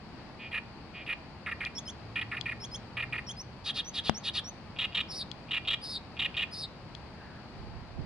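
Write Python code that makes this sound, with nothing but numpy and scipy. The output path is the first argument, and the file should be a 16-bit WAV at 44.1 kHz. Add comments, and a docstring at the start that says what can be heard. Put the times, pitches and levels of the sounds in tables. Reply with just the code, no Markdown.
"""A reed warbler sings: dry creaks, harsh croaks and rattles, swelling rasps, thin whistles, squeaks that
break to a lower voice, and buzzy trills. Uneven pulses and breath drive the harsh voice; gliding tones
make the pure one; reeds scatter both. Behind it the marsh hisses (shaped noise), a far motor hums and a
far bird calls (narrow noise bands), and wind buffets late, mostly at the right. A few sharp ticks (dying
modes) sound at the left, and something taps the left microphone once."""
import sys
import numpy as np
from scipy import signal
from scipy.fft import rfft, irfft, next_fast_len
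from scipy.io import wavfile

SR = 44100
rng = np.random.default_rng(int(sys.argv[2]) if len(sys.argv) > 2 else 0)


def unload_audio(sound):
    """Save the sound as a 16-bit wav file, at the path given as the first command line argument."""
    columns = np.transpose(np.atleast_2d(sound))
    # keep every value between -1 and 1, then stretch to whole-number steps
    steps = np.round(np.clip(columns, -1, 1) * 32767)
    wavfile.write(sys.argv[1], SR, steps.astype(np.int16))


N = 355269
TIME_S = np.arange(N) / SR

# marsh spectrum: (frequency [Hz], relative level [dB])
MARSH_SPECTRUM = [(20, -19.5), (40, -4.5), (75, 1), (210, -1.5), (300, -6.5), (500, -11), (850, -9.5),
                  (1500, -17.5), (2600, -20.5), (3600, -27.5), (4600, -20.5), (5700, -35.5), (9500, -47.5),
                  (15000, -72)]
# marsh likeness of the two channels: (frequency [Hz], correlation [-1..1])
MARSH_CORRELATION = [(60, 0.86), (180, 0.91), (550, 0.78), (1650, 0.58), (4970, -0.43), (15000, 0.8)]
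# marsh balance: (frequency [Hz], left over right [dB])
MARSH_BALANCE = [(60, -0.5), (180, 0.5), (550, 1), (1650, 3), (4970, 9.5), (15000, -13.5)]
MARSH_DB = -46.82
# far motor: (time [s], level [dB], pitch [Hz])
MOTOR = [(1.9, -67, 109.4), (2.1, -50, 109.6), (2.6, -52.5, 113.3), (3.1, -51, 122.5), (3.55, -53.5, 126.6),
         (3.9, -72, 122)]
# far bird: (time [s], level [dB], pitch [Hz])
FAR_CALL = [(7.1, -75, 1600), (7.22, -57, 1660), (7.33, -59, 1610), (7.41, -59, 1490), (7.46, -75, 1450)]
# wind on the microphones, before the left/right gains: (time [s], level [dB])
GUST = [(7.45, -67), (7.6, -44.5), (7.77, -43), (7.86, -52), (7.94, -48), (7.99, -29.5), (8.06, -40)]

TAP_S = 4.0955
# ring of the tapped microphone's housing: (frequency [Hz], level [dB], t60 [s])
TAP_MODES = [(91, -24.5, 0.051), (161, -16.5, 0.047), (214, -25.5, 0.16), (736, -13.5, 0.012),
             (3080, -27, .005), (4970, -12.5, 0.0025)]
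# sharp ticks, before the left/right gains: (time [s], level [dB])
TICKS = [(1.65, -26), (2.4111, -21), (5.3148, -25.5), (6.950, -30.5)]
# ring of a tick: (frequency [Hz], relative level [dB], t60 [s])
TICK_MODES = [(3360, 1.5, 0.012), (4060, 1, 0.0087), (4850, -7.5, 0.015), (6730, -7.5, 0.003),
              (9550, -21.5, 0.0036)]

# song at the left microphone: (frequency [Hz], gain [dB])
LEFT_SHADE = [(1300, -1.5), (2400, -3), (4400, 0), (6000, -1.5), (9500, -13), (15000, 0.5)]
# beak: (frequency [Hz], gain [dB])
BEAK = [(6500, -1), (8300, 2), (9800, 5), (11000, -7), (12500, -10), (15000, -32)]
# fixed peaks and dips of the harsh voice: (centre [Hz], width [Hz], gain [dB])
HARSH_PEAKS = [(1270, 170, 9), (1560, 80, -11), (1850, 120, 7), (2030, 60, -7), (2260, 60, -8),
               (2430, 85, 6.5), (2590, 60, -5), (2800, 100, 2), (3100, 120, -3), (3330, 80, 3),
               (3510, 60, -5), (3740, 130, 4)]
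# broad skirt of the voice's pulses: (frequency [Hz], relative gain [dB])
PULSE_SKIRT = [(300, -29), (1100, 4), (2500, 24), (4400, -22.5), (5700, 10), (7700, 1.5), (9000, 2.5),
               (12300, -40), (14000, -65), (15500, -74)]
# treble of the croaks and rattles: (frequency [Hz], gain [dB])
CROAK_TREBLE = [(3000, -0.5), (3900, 0.5), (4600, -5), (5900, -8), (7500, 5.5), (10000, 3), (12500, -1)]

# opening croaks: (start [s], nominal level [dB], centre [Hz])
CROAKS = [(.514, -32, 2370), (1.062, -32, 2427)]
CROAK_S, CROAK_SWELL_S, CROAK_SOFT_DB = 0.078, 0.0281, -9
# moments when a croak catches: (time after its start [s])
CROAK_CATCHES_S = [0.01, 0.0243, 0.058]
CREAK_LEAD_S, CREAK_S, CREAK_DB, CREAK_PULSE_HZ = 0.13, 0.12, -44, 219.4

# double croaks: (start [s], start of short pulse [s], nominal level [dB], long pulse [Hz], short pulse [Hz])
DOUBLES = [(1.461, 1.512, -33.5, 1952, 2057), (1.605, 1.656, -34, 2020, 2290),
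           (2.156, 2.211, -32, 2326, 2450), (2.314, 2.366, -34.5, 1938, 2250),
           (2.456, 2.512, -34.5, 2147, 2094), (2.968, 3.023, -32, 2246, 2225),
           (3.124, 3.178, -33.5, 2134, 2180)]
PAUSE_S, SHORT_S, SHORT_DB, SHORT_FALL_HZ = 0.0077, 0.02354, -0.4, 520
SCOOP_HZ, SCOOP_S, CLIMB_HZ = 633, 0.00708, 296  # the long pulse drops into its pitch, then climbs
ACCENT_DB, ACCENT_S, HOLD_DB, CLIMB_DB = 6, 0.015, -3, 4.5  # it starts accented and swells as it climbs

# rattles: (start [s], end [s], first stop [s], second stop [s], nominal level [dB], centre [Hz],
#           level of the creak before it [dB])
RATTLES = [(4.786, 4.862, 4.807, 4.837, -29, 2883, -34.5), (4.946, 5.019, 4.967, 4.999, -27.7, 2960, -35),
           (5.508, 5.587, 5.528, 5.562, -29, 2788, -37.5), (5.673, 5.751, 5.699, 5.728, -27.5, 2983, -30.5),
           (6.191, 6.269, 6.213, 6.243, -28.6, 2838, -32.5), (6.366, 6.445, 6.388, 6.416, -29, 2793, -28.5)]
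RATTLE_SAG_HZ, STOP_S, STOP_DB = 219, 0.0023, -21.5
STUTTER_S, STUTTER_DB = 0.01, -7.5  # a weaker stop just before the second
LEAD_IN_S, LEAD_IN_PULSE_HZ = .029, 154

# rasps: (start [s], end [s], nominal peak level [dB])
RASPS = [(3.641, 3.717, -28.5), (3.741, 3.814, -28.5), (3.934, 4.006, -28.5), (4.036, 4.105, -29.5),
         (4.233, 4.304, -28), (4.333, 4.403, -26.5)]

# rising whistles: (start [s], end [s], peak level [dB], start pitch [Hz], end pitch [Hz])
WHISTLES = [(3.365, 3.421, -39.5, 4900, 6250), (3.843, 3.9, -39.5, 5820, 6360),
            (4.14, 4.189, -37.5, 5430, 6520), (4.439, 4.5, -40, 5550, 6330)]
# squeaks: (start [s], break [s], end [s], whistle level [dB], whistle pitch [Hz], its rise [Hz], yelp [Hz])
SQUEAKS = [(1.748, 1.779, 1.794, -37.5, 5530, 204, 3340), (1.852, 1.876, 1.904, -41, 5300, 500, 3140),
           (2.599, 2.637, 2.654, -40.5, 5400, 302, 3230), (2.711, 2.743, 2.762, -39.5, 5310, 500, 3196),
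           (3.264, 3.288, 3.318, -40, 5360, -400, 3150)]
OVERLAP_S, YELP_DB, YELP_RISE_HZ = 0.0098, 1, 554

# trills: (start [s], end [s], nominal level [dB], centre [Hz], dip [Hz])
TRILLS = [(5.083, 5.235, -38.5, 5270, 600), (5.811, 5.984, -38.5, 4820, 118),
          (6.509, 6.661, -39.5, 4910, 279)]
TRILL_RATE_HZ, TRILL_END_HZ, TRILL_DEPTH_HZ = 144, 3930, 572
DIP_AT, DIP_WIDTH, SINK_FROM = .36, .13, 0.55  # shares of a trill's length
# windpipe's pass band in a trill: (frequency [Hz], gain [dB])
TRILL_THROAT = [(2600, -9), (3300, -5), (3780, 6), (4150, -2), (5250, 1.5), (5800, -4.5), (6500, 7.5),
                (9000, -1)]


def amp(db):
    """Decibels to gain."""
    return 10 ** (np.asarray(db) / 20)


def unit(x):
    """Scales to rms 1."""
    return x / np.sqrt(np.mean(abs(x) ** 2) + 1e-20)


def read(points, hz):
    """Reads a table on a log-frequency axis."""
    f, value = np.transpose(points)
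    return np.interp(np.log(hz + 1), np.log(f + 1), value)


def add(mix, start_s, sound):
    """Mixes a sound in at start_s."""
    part = mix[round(start_s * SR):][:len(sound)]
    part += sound[:len(part)]


def span(start_s, end_s):
    """Progress from 0 to 1 through a note, one value a sample."""
    return np.linspace(0, 1, max(round((end_s - start_s) * SR), 64))


def bump(x, centre, width):
    """A smooth hump of height 1."""
    return np.exp(-((x - centre) / width) ** 2)


def noise(size):
    """White noise from a stream of its own."""
    return rng.spawn(1)[0].standard_normal(size)


def wander(size, rate_hz):
    """Random curve of rms near 1: straight lines between rate_hz knots a second."""
    at = np.arange(size) * rate_hz / SR
    knots = noise(int(at[-1]) + 2)
    return 1.2 * np.interp(at, np.arange(len(knots)), knots)


def fade(u, rise_s, fall_s):
    """Opens and closes a note of u's length."""
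    t = np.arange(len(u)) / SR
    return np.clip(t / rise_s, 0, 1) * np.clip((t[-1] - t) / fall_s, 0, 1)


def phase(hz):
    """Running phase [rad] of a pitch curve."""
    return 2 * np.pi * np.cumsum(hz) / SR


def filtered(x, order, edge_hz, kind="low"):
    """Butterworth filter."""
    return signal.lfilter(*signal.butter(order, edge_hz, kind, fs=SR), x)


def resonate(x, hz, width_hz):
    """A steep, movable resonance; the result is complex, its size is the envelope."""
    turn = np.exp(1j * phase(hz * np.ones(len(x))))
    lowpass = signal.butter(3, width_hz / 2, fs=SR, output="sos")
    return unit(turn * signal.sosfilt(lowpass, x / turn))


def colour(x, db_at):
    """Causal (minimum-phase) filter whose gain in dB is a function of frequency."""
    log_gain = np.log(amp(db_at(abs(np.fft.fftfreq(2048, 1 / SR)))))
    impulse = np.fft.ifft(np.exp(np.conj(signal.hilbert(log_gain)))).real
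    return signal.fftconvolve(x, impulse)[:len(x)]


def marsh():
    """Low far rumble and soft hiss with a band of sizzle to the left; the level wavers slightly."""
    size = next_fast_len(N)
    hz = np.fft.rfftfreq(size, 1 / SR)
    a, b = rfft(noise(size)), rfft(noise(size))
    same = np.clip(read(MARSH_CORRELATION, hz), -1, 1)
    tilt_db = read(MARSH_BALANCE, hz) / 2
    left = a * amp(tilt_db)
    right = (same * a + np.sqrt(1 - same ** 2) * b) * amp(-tilt_db)
    hiss = irfft(np.array([left, right]) * amp(read(MARSH_SPECTRUM, hz)), size)[:, :N]
    return amp(MARSH_DB + .5 * wander(N, 5)) * unit(hiss)


def far_line(rows, width_hz):
    """A distant pitched sound, blurred on its way: a narrow noise band with its swing saturated."""
    s, db, hz = np.transpose(rows)
    out, t = np.zeros(N), np.arange(s[0], s[-1], 1 / SR)
    line = resonate(noise(len(t)), np.interp(t, s, hz), width_hz)
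    steadied = unit((line / (abs(line) + .5)).real)
    add(out, s[0], amp(np.interp(t, s, db)) * steadied)
    return out


def gust():
    """Lumpy low buffeting: band-passed noise, mostly on the right microphone."""
    s, db = np.transpose(GUST)
    lumps = np.array([unit(filtered(noise(N), 2, [22, 130], "band")) for side in range(2)])
    return lumps * amp(np.interp(TIME_S, s, db, left=-120)) * amp([[-10], [1]])


def ring(modes, t, rise_s):
    """Dying modes after a soft-edged blow."""
    dying = sum(amp(db - 60 * t / t60) * np.sin(2 * np.pi * hz * t) for hz, db, t60 in modes)
    return dying * (1 - np.exp(-(t / rise_s) ** 2))


def tap(push_db=-3, push_s=0.00018):
    """A brief push of pressure on one microphone; its housing swings back and rings."""
    out, t = np.zeros(N), np.arange(6000) / SR
    add(out, TAP_S - .001, amp(push_db) * bump(t, .0013, push_s))
    add(out, TAP_S + 0.00061, -ring(TAP_MODES, t, rise_s=0.00009))
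    return out


def ticks():
    """Short dry ticks, close by: quickly dying modes."""
    out, t = np.zeros(N), np.arange(2000) / SR
    for start, db in TICKS:
        add(out, start, amp(db) * ring(TICK_MODES, t, rise_s=0.00032))
    return out


def reeds(x, t60=0.45, leaf_db=-7, leaf_s=0.0073, stem_db=-21, stem_s=0.023, late_db=-23):
    """Leaves spray the treble back, stems the middle; a faint dull tail follows."""
    t = np.arange(SR // 2) / SR
    out = []
    for side in range(2):
        leaves = filtered(noise(len(t)), 2, 7000, "high") * np.exp(-t / leaf_s) * (t > .001)
        stems = filtered(noise(len(t)), 1, 6000) * np.exp(-t / stem_s) * (t > .002)
        far = filtered(noise(len(t)), 2, 4500) * amp(-60 * t / t60) * (t > .008)
        parts = [(leaf_db, leaves), (stem_db, stems), (late_db, far)]
        echo = sum(amp(db) * part / np.linalg.norm(part) for db, part in parts)
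        out.append(signal.oaconvolve(x, echo)[:N])
    return np.array(out)


def beak(x):
    """The beak passes the overtones of the pure notes up to its resonance, and few above."""
    return colour(x, lambda f: read(BEAK, f))


def tone(hz, waver, overtones_db):
    """A slightly unsteady pure voice with weak overtones."""
    angle = phase(hz * (1 + waver * wander(len(hz), 700)))
    overtones = sum(amp(db) * np.sin(k * angle) for k, db in enumerate(overtones_db, 2))
    return np.sqrt(2) * (np.sin(angle) + overtones)


def whistle(hz):
    """A thin tone that swells towards its end."""
    u = np.linspace(0, 1, len(hz))
    swell = amp(np.interp(u, [0, .75, 1], [-9, 0, -1]))
    return swell * tone(hz, 0.0059, [-24]) * fade(u, 0.0059, 0.0029)


def whistles():
    """Thin tones that bend upward."""
    out = np.zeros(N)
    for start, end, db, low, high in WHISTLES:
        add(out, start, amp(db) * whistle(low + (high - low) * span(start, end) ** 2.1))
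    return out


def squeaks():
    """A whistle levels off, breaks to a low yelp and ends in a high flick."""
    out = np.zeros(N)
    for start, crack, end, db, hz, rise, low in SQUEAKS:
        add(out, start, amp(db) * whistle(hz - rise * (1 - span(start, crack + OVERLAP_S)) ** 2))
        u = span(crack, end)
        yelp = tone(low + YELP_RISE_HZ * u ** 4.2, 0.0087, [-8, -19, -31])
        add(out, crack, amp(db + YELP_DB) * yelp * fade(u, 0.0042, 0.003))
        u = span(end - .005, end + 0.0092)
        flick = tone((low + YELP_RISE_HZ) * (1.51 + 0.28 * u), 0.0089, [])
        add(out, end - .005, amp(db + 3.5) * flick * fade(u, 0.0014, 0.02))
    return out


def trills():
    """A whistle swung quickly up and down; it dips once, then sinks, swells and breaks into fast pulses."""
    out = np.zeros(N)
    for start, end, db, centre, dip_hz in TRILLS:
        u = span(start, end)
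        dip = bump(u, DIP_AT, DIP_WIDTH)
        sink = np.sin(np.pi / 2 * np.interp(u, [SINK_FROM, .96], [0, 1])) ** 2
        hz = centre - 300 * np.exp(-u / 0.029) - dip_hz * dip + (TRILL_END_HZ - centre) * sink
        depth = np.interp(u, [.08, .24, .75, 1], [0.063, 0.97, .95, 0.41])
        effort_db = db - 17 * np.maximum(1 - u / 0.17, 0) - 3 * dip + 4 * bump(u, .86, 0.038)
        turn = phase(TRILL_RATE_HZ * (1 + 0.048 * wander(len(u), 58)))
        swing = np.sin(turn) + 0.1 * np.cos(2 * turn)  # lingers at the top, dips quickly
        pitch = hz + TRILL_DEPTH_HZ * (depth * swing + 0.203 * (1 - depth))
        octave_db = -30 + 17 * bump(2 * pitch, 9640, 1070)  # the windpipe lifts the octave
        rough = resonate(noise(len(u)), np.maximum(hz - 600, 4050), width_hz=1100).real * amp(-7)
        fizz = resonate(noise(len(u)), 9000, width_hz=4000).real * amp(-19.5)
        flutter = 1 + 0.62 * sink * np.sin(phase(600 * (1 + .1 * wander(len(u), 299))))
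        voice = tone(pitch, 0.011 + 0.023 * sink, [octave_db]) * flutter + (rough + fizz) * depth ** 2
        add(out, start, amp(effort_db + 1.85 * swing) * voice * fade(u, 0.0038, 0.0063))
    return colour(out, lambda f: read(TRILL_THROAT, f))


def pulses(size, rate_hz, jitter):
    """The vocal membranes snap at an uneven rate."""
    turns = np.cumsum(rate_hz * np.exp(jitter * wander(size, rate_hz))) / SR
    return unit(np.diff(np.floor(turns), prepend=-1))


def creak(length_s, rate_hz, throat_hz, edge_s):
    """Slow, dry pulsing of the voice through two throat resonances."""
    u = span(0, length_s)
    snaps = pulses(len(u), rate_hz, jitter=0.054) + .1 * noise(len(u))
    narrow = resonate(snaps, throat_hz - 170, width_hz=490).real
    wide = resonate(snaps, throat_hz, width_hz=1130).real
    return unit(narrow + amp(7.0) * wide) * fade(u, edge_s, 1.53 * edge_s)


def harsh(hz, rate_hz, jitter, breath, width_hz, pure, skirt_db, top_hz, top_width_hz, top_db):
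    """Chaotic pulses and breath jolt a self-sustained tone, whose swing saturates, and ring the windpipe."""
    snaps = pulses(len(hz), rate_hz, jitter)
    puffs = signal.lfilter([1], [1, -np.exp(-1 / (0.0011 * SR))], abs(snaps))  # one each snap
    air = unit(noise(len(hz)) * puffs)
    ringing = resonate(snaps + breath * air, hz, width_hz)
    sung = np.exp(1j * phase(hz * (1 + 0.0785 * wander(len(hz), 900))))
    swing = ringing + pure * sung
    throat = unit((swing / np.sqrt(abs(swing) ** 2 + .5)).real)
    skirt = unit(colour(air + 0.54 * snaps, lambda f: read(PULSE_SKIRT, f)))
    top = unit(resonate(air, top_hz, top_width_hz).real)
    return throat + amp(skirt_db) * skirt + amp(top_db) * top


def burst(hz, pure, top_db):
    """The harsh, fluttering voice on a pitch curve; a higher throat is also wider and brighter."""
    opening = np.interp(hz.mean(), [2350, 3000], [0, 1])
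    voice = harsh(hz, rate_hz=500, jitter=.15, breath=0.31, width_hz=1150 + 650 * opening, pure=pure,
                  skirt_db=-29, top_hz=10100 + 1900 * opening, top_width_hz=1900 + 1000 * opening,
                  top_db=top_db)
    flutter_db = 1.5 * np.sin(phase(200 * (1 + 0.12 * wander(len(hz), 149))))
    treble = colour(voice, lambda f: read(CROAK_TREBLE, f))
    return treble * amp(flutter_db) * fade(hz, 0.0034, 0.0058)


def croaks():
    """A long creak, then a croak that swells, settles on a steady pitch and catches three times."""
    out, t = np.zeros(N), np.arange(0, CROAK_S, 1 / SR)
    soft = np.maximum(1 - t / CROAK_SWELL_S, 0)
    effort_db = CROAK_SOFT_DB * soft - 11 * sum(bump(t, s, 0.0025) for s in CROAK_CATCHES_S)
    for start, db, hz in CROAKS:
        lead = creak(CREAK_S, CREAK_PULSE_HZ, throat_hz=2610, edge_s=0.025)
        add(out, start - CREAK_LEAD_S, amp(CREAK_DB) * lead)
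        add(out, start, amp(db + effort_db) * burst(hz + 250 * soft, pure=.7, top_db=-34.5))
    return out


def double_croaks():
    """An accented, scooping pulse, a pause, and a short pulse that falls and fades."""
    out = np.zeros(N)
    for start, second, db, long_hz, short_hz in DOUBLES:
        t = np.arange(0, second - start - PAUSE_S, 1 / SR)
        hz = long_hz + SCOOP_HZ * np.exp(-t / SCOOP_S) + CLIMB_HZ * (t / t[-1]) ** 3
        effort_db = HOLD_DB + ACCENT_DB * bump(t, 0.0028, ACCENT_S) + CLIMB_DB * bump(t, 0.042, 0.0079)
        add(out, start, amp(db + effort_db) * burst(hz, pure=0.95, top_db=-36.5))
        fall = span(0, SHORT_S) - .5
        short = burst(short_hz + 40 - SHORT_FALL_HZ * fall, pure=0.93, top_db=-34)
        add(out, second, amp(db + SHORT_DB - 5.6 * fall) * short)
    return out


def rattles():
    """A brief creak, then a loud sagging note that stops twice and restarts sharp each time."""
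    out = np.zeros(N)
    for start, end, first, second, db, centre, creak_db in RATTLES:
        u = span(start, end)
        t = start + (end - start) * u
        restart = sum(bump(t, s + 0.0032, 0.003975) for s in (start, first, second))
        shut = bump(t, first, STOP_S) + bump(t, second, STOP_S)
        stutter = bump(t, second - STUTTER_S, STOP_S)
        lead = creak(LEAD_IN_S - .004, LEAD_IN_PULSE_HZ, throat_hz=centre, edge_s=.019)
        add(out, start - LEAD_IN_S, amp(creak_db) * lead)
        note = burst(centre - RATTLE_SAG_HZ * (u - .5) + 170 * restart, pure=0.83, top_db=-40.5)
        add(out, start, amp(db + 0.5 + STOP_DB * shut + STUTTER_DB * stutter) * note)
    return out


def rasps():
    """Fast, breathy pulsing that swells as it sinks; it turns up and weakens at the end."""
    out = np.zeros(N)
    for start, end, db in RASPS:
        u = span(start, end)
        hz = np.interp(u, [0, .35, .7, .85, 1], [4320, 3840, 3510, 3210, 3500])
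        pure = 0.2 + 4.0 * u ** 4  # clears as it ends
        voice = harsh(hz, rate_hz=1000, jitter=.35, breath=0.94, width_hz=2000, pure=pure,
                      skirt_db=-15, top_hz=9730, top_width_hz=1700, top_db=-23.5)
        voice += amp(-12.5) * u ** 3 * tone(hz / 2, 0.033, [])  # gains an undertone an octave down
        effort_db = np.interp(u, [0, .3, .8, 1], [-21.5, -7, -2.5, -7.5])
        add(out, start, amp(db + effort_db) * voice * fade(u, 0.0023, 0.0078))
    return out


def chatter():
    """Croaks, rattles and rasps: one rough voice at different pulse rates and throat sizes."""
    voice = croaks() + double_croaks() + rattles() + rasps()
    return colour(voice, lambda f: sum(db * bump(f, hz, width) for hz, width, db in HARSH_PEAKS))


def scene():
    """The bird is ahead and slightly to the right; its treble reaches the left microphone weaker."""
    song = chatter() + beak(whistles() + squeaks() + trills())
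    scatter = reeds(song)
    left = colour(np.roll(song, 1) + scatter[0], lambda f: read(LEFT_SHADE, f))  # one sample late
    right = (song + scatter[1]) * amp(-1.22)
    bird = np.array([left, right])
    tick = ticks()
    near = tick * amp([[2], [-12]]) + amp(-6) * reeds(tick) + tap() * amp([[0], [-27]])
    far = far_line(MOTOR, width_hz=5.4) + far_line(FAR_CALL, width_hz=420)
    return bird + near + marsh() + far + gust()


def record(dry):
    """The recorder's band limit: a steep low-pass."""
    lowpass = signal.firwin(511, 15600, window=("kaiser", 9), fs=SR)
    return signal.oaconvolve(dry, lowpass[None], "same")


dry = scene()
out = record(dry)
unload_audio(out)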